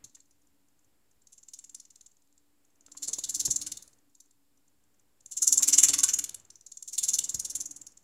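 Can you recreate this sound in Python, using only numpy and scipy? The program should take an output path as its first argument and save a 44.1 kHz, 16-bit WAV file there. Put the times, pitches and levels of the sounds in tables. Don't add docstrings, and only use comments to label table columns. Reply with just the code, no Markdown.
import sys
import numpy as np
from scipy import signal
from scipy.fft import rfft, irfft, next_fast_len
from scipy.io import wavfile

SR = 44100
rng = np.random.default_rng(int(sys.argv[2]) if len(sys.argv) > 2 else 0)


def put_to_file(sound):
    columns = np.atleast_2d(sound).T
    safe = np.clip(columns, -1, 1)
    whole_steps = np.round(safe * 32767)
    wavfile.write(sys.argv[1], SR, whole_steps.astype(np.int16))


N = 354123
TIME = np.arange(N) / SR
PULSE_HZ = 18.9

# (time [s], effort [dB], nominal push length [s])
FIRST_TOUCH = [(0.04, -50, 0.01), (0.09, -72, 0.0065), (0.15, -55.2, 0.0078), (0.2, -63, 0.0053),
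               (0.26, -84, 0.0045), (0.31, -71.5, 0.0052)]
CREEP = [(1.22, -71.9, 0.0066), (1.27, -61.4, 0.0048), (1.32, -57.5, 0.014), (1.43, -60, 0.0059),
         (1.529, -47.5, 0.0079), (1.691, -55, 0.0068), (1.752, -45.5, 0.0049), (1.851, -61, 0.0046),
         (2.062, -58, 0.006), (2.11, -72, 0.0057), (2.27, -83, 0.002), (2.38, -69.5, 0.0035)]
SLOW_SWEEP = [(2.81, -66, 0.0019), (2.97, -47.5, 0.011), (3.02, -37, 0.022), (3.13, -33, 0.0091),
              (3.18, -38, 0.011), (3.4, -30.5, 0.014), (3.5, -27, 0.015), (3.56, -30.5, 0.008),
              (3.61, -38.5, 0.014), (3.72, -39, 0.007), (3.99, -78.5, 0.0052)]
NUDGE = [(4.15, -65.5, 0.0073), (4.201, -57, 0.0062), (4.251, -91, 0.0037), (4.31, -70, 0.0056)]
FAST_SWEEP = [(5.199, -69.5, 0.0053), (5.258, -51.5, 0.0047), (5.315, -42.5, 0.018), (5.372, -33, 0.013),
              (5.418, -25, 0.02), (5.476, -21.5, .016), (5.575, -22, 0.014), (5.623, -23.5, 0.015),
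              (5.681, -23, 0.019), (5.78, -18, 0.016), (5.831, -18, .015), (5.887, -24, .015),
              (5.936, -26.5, .013), (5.987, -27.5, 0.017), (6.036, -21, 0.011), (6.086, -28.5, 0.018),
              (6.141, -26, 0.0074), (6.239, -35.5, 0.0073), (6.293, -43.5, 0.0037), (6.347, -43.5, 0.0047),
              (6.4, -63, 0.0064), (6.45, -64.5, 0.0029)]
LAST_SWEEP = [(6.5, -54.5, 0.0056), (6.61, -61, 0.0033), (6.666, -51, 0.0075), (6.824, -46, 0.0057),
              (6.929, -39, 0.022), (6.986, -27.5, .011), (7.034, -29.5, 0.018), (7.089, -26.5, 0.017),
              (7.142, -27, .018), (7.191, -28.5, .006), (7.24, -34.5, 0.013), (7.295, -34.5, 0.012),
              (7.352, -33, 0.0077), (7.399, -34.5, 0.008), (7.501, -39, .015), (7.548, -33, 0.012),
              (7.608, -36.5, 0.013), (7.662, -41.5, 0.0072), (7.758, -49, 0.0083), (7.869, -49.5, 0.0055),
              (7.92, -65.5, 0.0068), (7.975, -57.5, 0.0059)]
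TURNS = [FIRST_TOUCH, CREEP, SLOW_SWEEP, NUDGE, FAST_SWEEP, LAST_SWEEP]
# (beat time [s], lag [s])
PULSE_LAG = [(0, .042), (1.35, .055), (2.35, .05), (3.05, .063), (3.3, .064), (3.5, .068), (3.85, .067),
             (4.1, .076), (5.15, .073), (5.3, .078), (5.6, .069), (5.85, .062), (6.05, .051), (6.45, .047),
             (6.8, .053), (7.05, .045), (7.5, .039), (7.95, .035)]
# (time [s], knock below 3 kHz [dB], clack near 4 kHz [dB], brightness above 10 kHz [dB])
MESH_TONE = [(.04, -2, 10.5, 3.5), (1.53, -3, 3, -2), (2.0, -0.5, 7, 1), (3.0, -3, 5.5, -2),
             (3.3, -6.5, 8, 0), (3.56, -12, 5, -1.5), (3.668, 3.5, 7.5, 2.5), (3.85, -27, 8.5, 6),
             (5.3, -4.5, 4, 0.5), (5.58, -12.5, -2, -2.5), (5.63, 1.5, 4.5, 3), (5.83, 2, -2, -4),
             (5.94, 4, 7, -1.5), (6.14, 3, 0, -1), (6.24, 1, 2, 3.5), (6.72, -9, 4, -3.5),
             (7.03, -3, 3.5, 1), (7.19, -5.5, 5, 2), (7.45, -4.5, 4.5, 4), (7.66, -6, -1, 0),
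             (7.87, -8, 0, 0.5)]
# (frequency [Hz], level [dB])
CASE_RESPONSE = [(300, -51), (850, -49), (1100, -36), (2300, -27), (3000, -28), (4900, -19.5), (6000, -4.5),
                 (7500, -2), (8400, -14.5), (10200, -10.5), (11500, -19.5), (13500, -23.5), (15600, -40)]
# (frequency [Hz], width [Hz], gain [dB])
CASE_RESONANCES = [(1100, 180, 6.5), (1510, 80, 9), (2210, 69, 3), (2685, 84, 6), (2930, 230, 9),
                   (3500, 150, 6), (4256, 70, 6.5), (5450, 64, 0), (5970, 50, -7.5), (6040, 70, -5.5),
                   (5930, 96, 9), (6100, 40, 2.5), (6410, 210, 4.5), (6726, 61, 8), (7614, 27, -11.5),
                   (7000, 310, 2.5), (7484, 260, 6.5), (7720, 40, 0), (8870, 360, 5.5), (9260, 170, -2),
                   (10090, 70, 1), (11300, 150, 6)]
# (time [s], frequency [Hz], level [dB])
SWEEP_RING = [(5.40, 1403, -44.5), (5.55, 1370, -50.5), (5.75, 1560, -65), (5.83, 1590, -57),
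              (5.93, 1134, -36), (6.04, 1122, -32.5), (6.1, 1110, -58)]
# (frequency [Hz], relative density [dB])
SIZZLE_SPECTRUM = [(2000, -42.5), (5000, -8), (8500, 1.5), (10500, -1), (13000, -10), (16000, -11)]
# (time [s], rumble level [dB], rubbing level [dB])
HAND_MOTION = [(.04, -72, -69.5), (.12, -81, -81), (.9, -78.5, -77.5), (1.5, -80, -81), (1.8, -78.5, -78),
               (2.2, -83.5, -82), (2.8, -82, -77), (3.12, -68.5, -67.5), (3.55, -57.5, -61),
               (3.8, -70, -68), (4.15, -84.5, -82.5), (5.0, -78.5, -77.5), (5.28, -79, -78),
               (5.6, -62, -56.5), (5.95, -57.5, -56.5), (6.28, -65.5, -63.5), (6.64, -79.5, -78),
               (6.86, -79, -79), (7.09, -64, -62.5), (7.55, -64.5, -64.5), (8.03, -77, -76.5)]
# (frequency [Hz], relative density [dB])
RUMBLE_SPECTRUM = [(20, -17), (38, -4.5), (55, 5), (75, 2.5), (110, 2), (170, -1.5), (240, 1.5), (340, -40),
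                   (700, -38)]
RUB_SPECTRUM = [(150, -23.5), (260, -8.5), (340, -3.5), (480, -6), (700, -9.5), (1000, -11.5), (1600, -13),
                (3000, -17.5), (8000, -48)]
# (time [s], level [dB], frequency [Hz], T60 [s])
BENCH_BUMPS = [(0.039, -60, 126, 0.11), (0.168, -69.5, 1850, 0.09), (2.883, -58.5, 1285, 0.024),
               (2.95, -58.5, 1060, 0.042), (3.077, -55, 456, 0.29), (3.184, -44.5, 374, 0.032),
               (3.479, -41.5, 135.8, .08), (3.478, -44, 1560, 0.015), (3.49, -48, 60.4, 0.11),
               (5.602, -50.5, 1107, 0.14), (5.892, -46.5, 384, 0.14), (7.344, -45, 128, 0.056),
               (7.352, -50, 68, 0.17)]
# (time [s], level [dB])
HUM_LEVEL = [(0.03, -78.5), (.8, -79), (1.15, -93), (1.83, -79), (2.1, -93), (2.3, -78), (2.75, -80),
             (2.97, -65), (3.28, -72), (3.43, -57), (3.68, -61.5), (3.78, -78), (4.5, -81), (5.3, -85.5),
             (5.46, -66), (5.63, -52), (6.02, -54), (6.08, -71), (6.23, -61), (6.33, -99), (6.78, -88),
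             (7.25, -65.5), (7.42, -95), (7.58, -62), (7.98, -83)]
# (frequency [Hz], relative density [dB])
HISS_SPECTRUM = [(470, -28.5), (800, -5.5), (978, -4), (1150, -16), (3650, -7), (5380, -5), (5940, -9),
                 (7450, -0.5), (8440, -6), (15000, -6.5), (16000, -19.5)]
# (frequency [Hz], T60 [s])
ROOM_T60 = [(300, 0.18), (2000, 0.4), (7000, 0.21), (14000, 0.05)]


def servo(level_db=-0.77, usual_effort_db=-35, usual_push_s=0.019):
    out = np.zeros(N)
    mesh_s, *tones = np.transpose(MESH_TONE)
    pushes = np.vstack([at_pulses(turn) for turn in TURNS])
    for (s, effort_db, length), (force, drag) in zip(pushes, rng.standard_normal((len(pushes), 2))):
        length = max(length, .003) * 1.02 * np.exp(.06 * drag)
        excess_db = effort_db - usual_effort_db
        body_db = -0.6 * np.log2(length / usual_push_s)
        knock, clack, bright = (np.interp(s, mesh_s, tone) for tone in tones)
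        tone_db = (knock + body_db + .01 * excess_db, clack + body_db + .5, bright - .5 + .13 * excess_db)
        lead_s, rattle = jerk(length, effort_db + .28 * force, tone_db)
        add(out, s - lead_s, rattle)
    return gain_of(level_db) * out


def jerk(length, level_db, tone_db, slow_hz=620, fast_hz=1050, full_run_s=0.016, wheel_hz=144):
    rise = .3 * length
    run = min(length / full_run_s, 1)
    coast = .008 * max(run, .25)
    t = np.arange(-coast, length + coast, 1 / SR)
    speed = run * np.interp(t, [0, rise, length], [0, 1, 0])
    teeth_passed = np.cumsum(slow_hz + (fast_hz - slow_hz) * speed) / SR
    slip, force = rng.standard_normal((2, 64))
    hits = np.searchsorted(teeth_passed, np.arange(len(slip)) + .13 * slip)
    inside = hits < len(t)
    strikes = np.zeros(len(t))
    strikes[hits[inside]] = gain_of(-np.tanh(force[inside]))
    contact_t = np.arange(-SR // 1000, SR // 1000) / SR
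    sliding = np.convolve(strikes, np.exp(-abs(contact_t) / .00023), "same")
    chatter = rng.choice([-1., 1.], SR // 10)[:len(t)]
    drive = strikes + (.34 * sliding + .08 * run ** 2) * chatter
    slack_db = -6 * (2 - run)
    load_db = np.interp(t, [-coast, -.0005, 0, rise, length, length + coast],
                        [-40, slack_db + .5, -6, 0, -6, 1.5 * slack_db])
    load_db += 2 * run * np.sin(2 * np.pi * (wheel_hz * t + rng.random()))
    rattle = signal.fftconvolve(drive * gain_of(load_db), case_click(*tone_db))
    rattle *= np.sqrt(SR / PULSE_HZ / (np.sum(rattle ** 2) + 1e-20))
    return coast + .001, gain_of(level_db) * rattle


def case_click(knock_db, clack_db, bright_db, scatter_rad=1.84, grain_hz=635, tint_db=2, size=4096):
    hz = abs(np.fft.fftfreq(size, 1 / SR))
    db = at_frequencies(CASE_RESPONSE, hz)
    db += sum(lift / (1 + (2 * (hz - centre) / width) ** 2) for centre, width, lift in CASE_RESONANCES)
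    db += at_frequencies([(1200, 1.74 * knock_db), (2800, knock_db), (3800, clack_db), (4600, clack_db),
                          (5800, 0.0036), (7700, 0.0033), (10000, bright_db)], hz)
    minimum_phase = np.exp(np.conj(signal.hilbert(db * np.log(10) / 20)))[:size // 2 + 1]
    smoothing = np.exp(-.5 * (np.fft.fftshift(hz) / grain_hz) ** 2)
    phase, tint = (unit_rms(signal.fftconvolve(row, smoothing, "same"))[:len(minimum_phase)]
                   for row in rng.standard_normal((2, size)))
    response = minimum_phase * np.exp(1j * scatter_rad * phase) * gain_of(tint_db * tint)
    return np.roll(irfft(response), SR // 1000)[:size // 2]


def pulse_times():
    beat = np.arange(0, N / SR, 1 / PULSE_HZ)
    return beat + np.interp(beat, *np.transpose(PULSE_LAG))


def at_pulses(curve):
    times, *columns = np.transpose(curve)
    s = pulse_times()
    s = s[(s > times[0] - .5 / PULSE_HZ) & (s < times[-1] + .5 / PULSE_HZ)]
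    return np.transpose([s] + [np.interp(s, times, column) for column in columns])


def sweep_ring(attack_s=0.01, t60_s=0.051, roughness_hz=91):
    out, t = np.zeros(N), TIME[:SR // 4]
    for s, hz, db in at_pulses(SWEEP_RING):
        envelope = np.minimum(t / attack_s, 1) * gain_of(db - 60 * t / t60_s)
        add(out, s, envelope * np.sin(2 * np.pi * hz * t))
    return out * (1 + drift(roughness_hz))


def gear_sizzle(level_db=-27, delay_s=.025, flicker_db=2.5, flicker_hz=400):
    effort = sum(np.interp(TIME - delay_s, s, gain_of(db), left=0, right=0)
                 for s, db, _ in map(np.transpose, TURNS))
    return gain_of(level_db + flicker_db * drift(flicker_hz)) * effort * noise(SIZZLE_SPECTRUM)


def idle_ticks(level_db=-81.5, spread_db=3.5, probability=.4, burst_s=.012):
    envelope, times = np.zeros(N), pulse_times()
    burst = np.hanning(round(burst_s * SR))
    for s, (chance, force) in zip(times, rng.random((len(times), 2))):
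        if chance < probability:
            add(envelope, s - burst_s / 4, gain_of(spread_db * (2 * force - 1)) * burst)
    ticks = signal.oaconvolve(envelope * rng.standard_normal(N), case_click(0, 0, 0))[:N]
    return gain_of(level_db) * unit_rms(ticks)


def bench(rumble_db=-1.5, rub_db=-2.2, restless_db=0.5, restless_hz=7.8):
    out = gain_of(follow(HAND_MOTION, column=1) + rumble_db) * noise(RUMBLE_SPECTRUM)
    out += gain_of(follow(HAND_MOTION, column=2) + rub_db) * noise(RUB_SPECTRUM)
    out *= gain_of(restless_db * np.tanh(drift(restless_hz)))
    t = TIME[:SR // 4]
    for s, db, hz, t60 in BENCH_BUMPS:
        lowpass = signal.butter(2, 2 * hz, fs=SR)
        thud = unit_rms(signal.lfilter(*lowpass, rng.standard_normal(len(t))))
        add(out, s, gain_of(db - 60 * t / t60) * (np.sin(2 * np.pi * hz * t) + thud))
    return out


def hum(hz=286.4, waver_hz=7.87, flutter_db=4, trim_db=0.1):
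    cycles = np.cumsum(hz + waver_hz * drift(23)) / SR
    tone = np.sin(2 * np.pi * cycles) * gain_of(flutter_db * drift(30))
    return gain_of(follow(HUM_LEVEL) + trim_db) * unit_rms(tone)


def hiss(level_db=-78.5):
    return gain_of(level_db) * noise(HISS_SPECTRUM)


def turning_room(x, swing_hz=3.1, count=3):
    weights = (np.sqrt(2 / count) * np.cos(np.pi * (swing_hz * TIME + k / count)) for k in range(count))
    return sum(room(x * weight) for weight in weights)


def room(x, early_db=-19.5, early_t60_s=0.023, tail_db=-15.5, gap_s=0.011, echoes_per_s=4000):
    t = TIME[:SR * 3 // 4]
    signs = rng.choice([-1., 1.], (2, len(t)))
    near, far = signs * (rng.random(signs.shape) < echoes_per_s / SR) * (t > gap_s)
    early = near * gain_of(-60 * t / early_t60_s)
    hz, frame_s, spectra = signal.stft(far, SR, nperseg=256)
    decay = gain_of(-60 * frame_s / at_frequencies(ROOM_T60, hz)[:, None])
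    tail = signal.istft(spectra * decay, SR, nperseg=256)[1][:len(t)]
    echoes = gain_of(early_db) * early / np.linalg.norm(early)
    echoes += gain_of(tail_db) * tail / np.linalg.norm(tail)
    return signal.fftconvolve(x, echoes)[:N]


def noise(spectrum):
    size = next_fast_len(N, True)
    colour = gain_of(at_frequencies(spectrum, np.fft.rfftfreq(size, 1 / SR)))
    return unit_rms(irfft(rfft(rng.standard_normal(size)) * colour, size)[:N])


def drift(cutoff_hz):
    size = next_fast_len(N, True)
    passband = np.fft.rfftfreq(size, 1 / SR) < cutoff_hz
    return unit_rms(irfft(rfft(rng.standard_normal(size)) * passband, size)[:N])


def gain_of(db):
    return 10 ** (np.asarray(db) / 20)


def unit_rms(x):
    return x / np.sqrt(np.mean(x ** 2) + 1e-20)


def at_frequencies(table, hz):
    table_hz, values = np.transpose(table)
    return np.interp(np.log(hz + 1), np.log(table_hz + 1), values)


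def follow(curve, column=1):
    curve = np.asarray(curve)
    return np.interp(TIME, curve[:, 0], curve[:, column])


def add(mix, start_s, sound):
    part = mix[max(round(start_s * SR), 0):][:len(sound)]
    part += sound[:len(part)]


def scene():
    gears = servo() + sweep_ring() + idle_ticks()
    return (gears + gear_sizzle() + turning_room(gears) + bench() + hum() + hiss())[None]


def record(dry, cutoff_hz=15900, dc_offset=-.0004):
    rounded = dry / (1 + dry ** 4) ** (1 / 4)
    lowpass = signal.firwin(511, cutoff_hz, window=("kaiser", 9), fs=SR)
    return dc_offset + signal.oaconvolve(rounded, lowpass[None], "same")


dry = scene()
out = record(dry)
put_to_file(out)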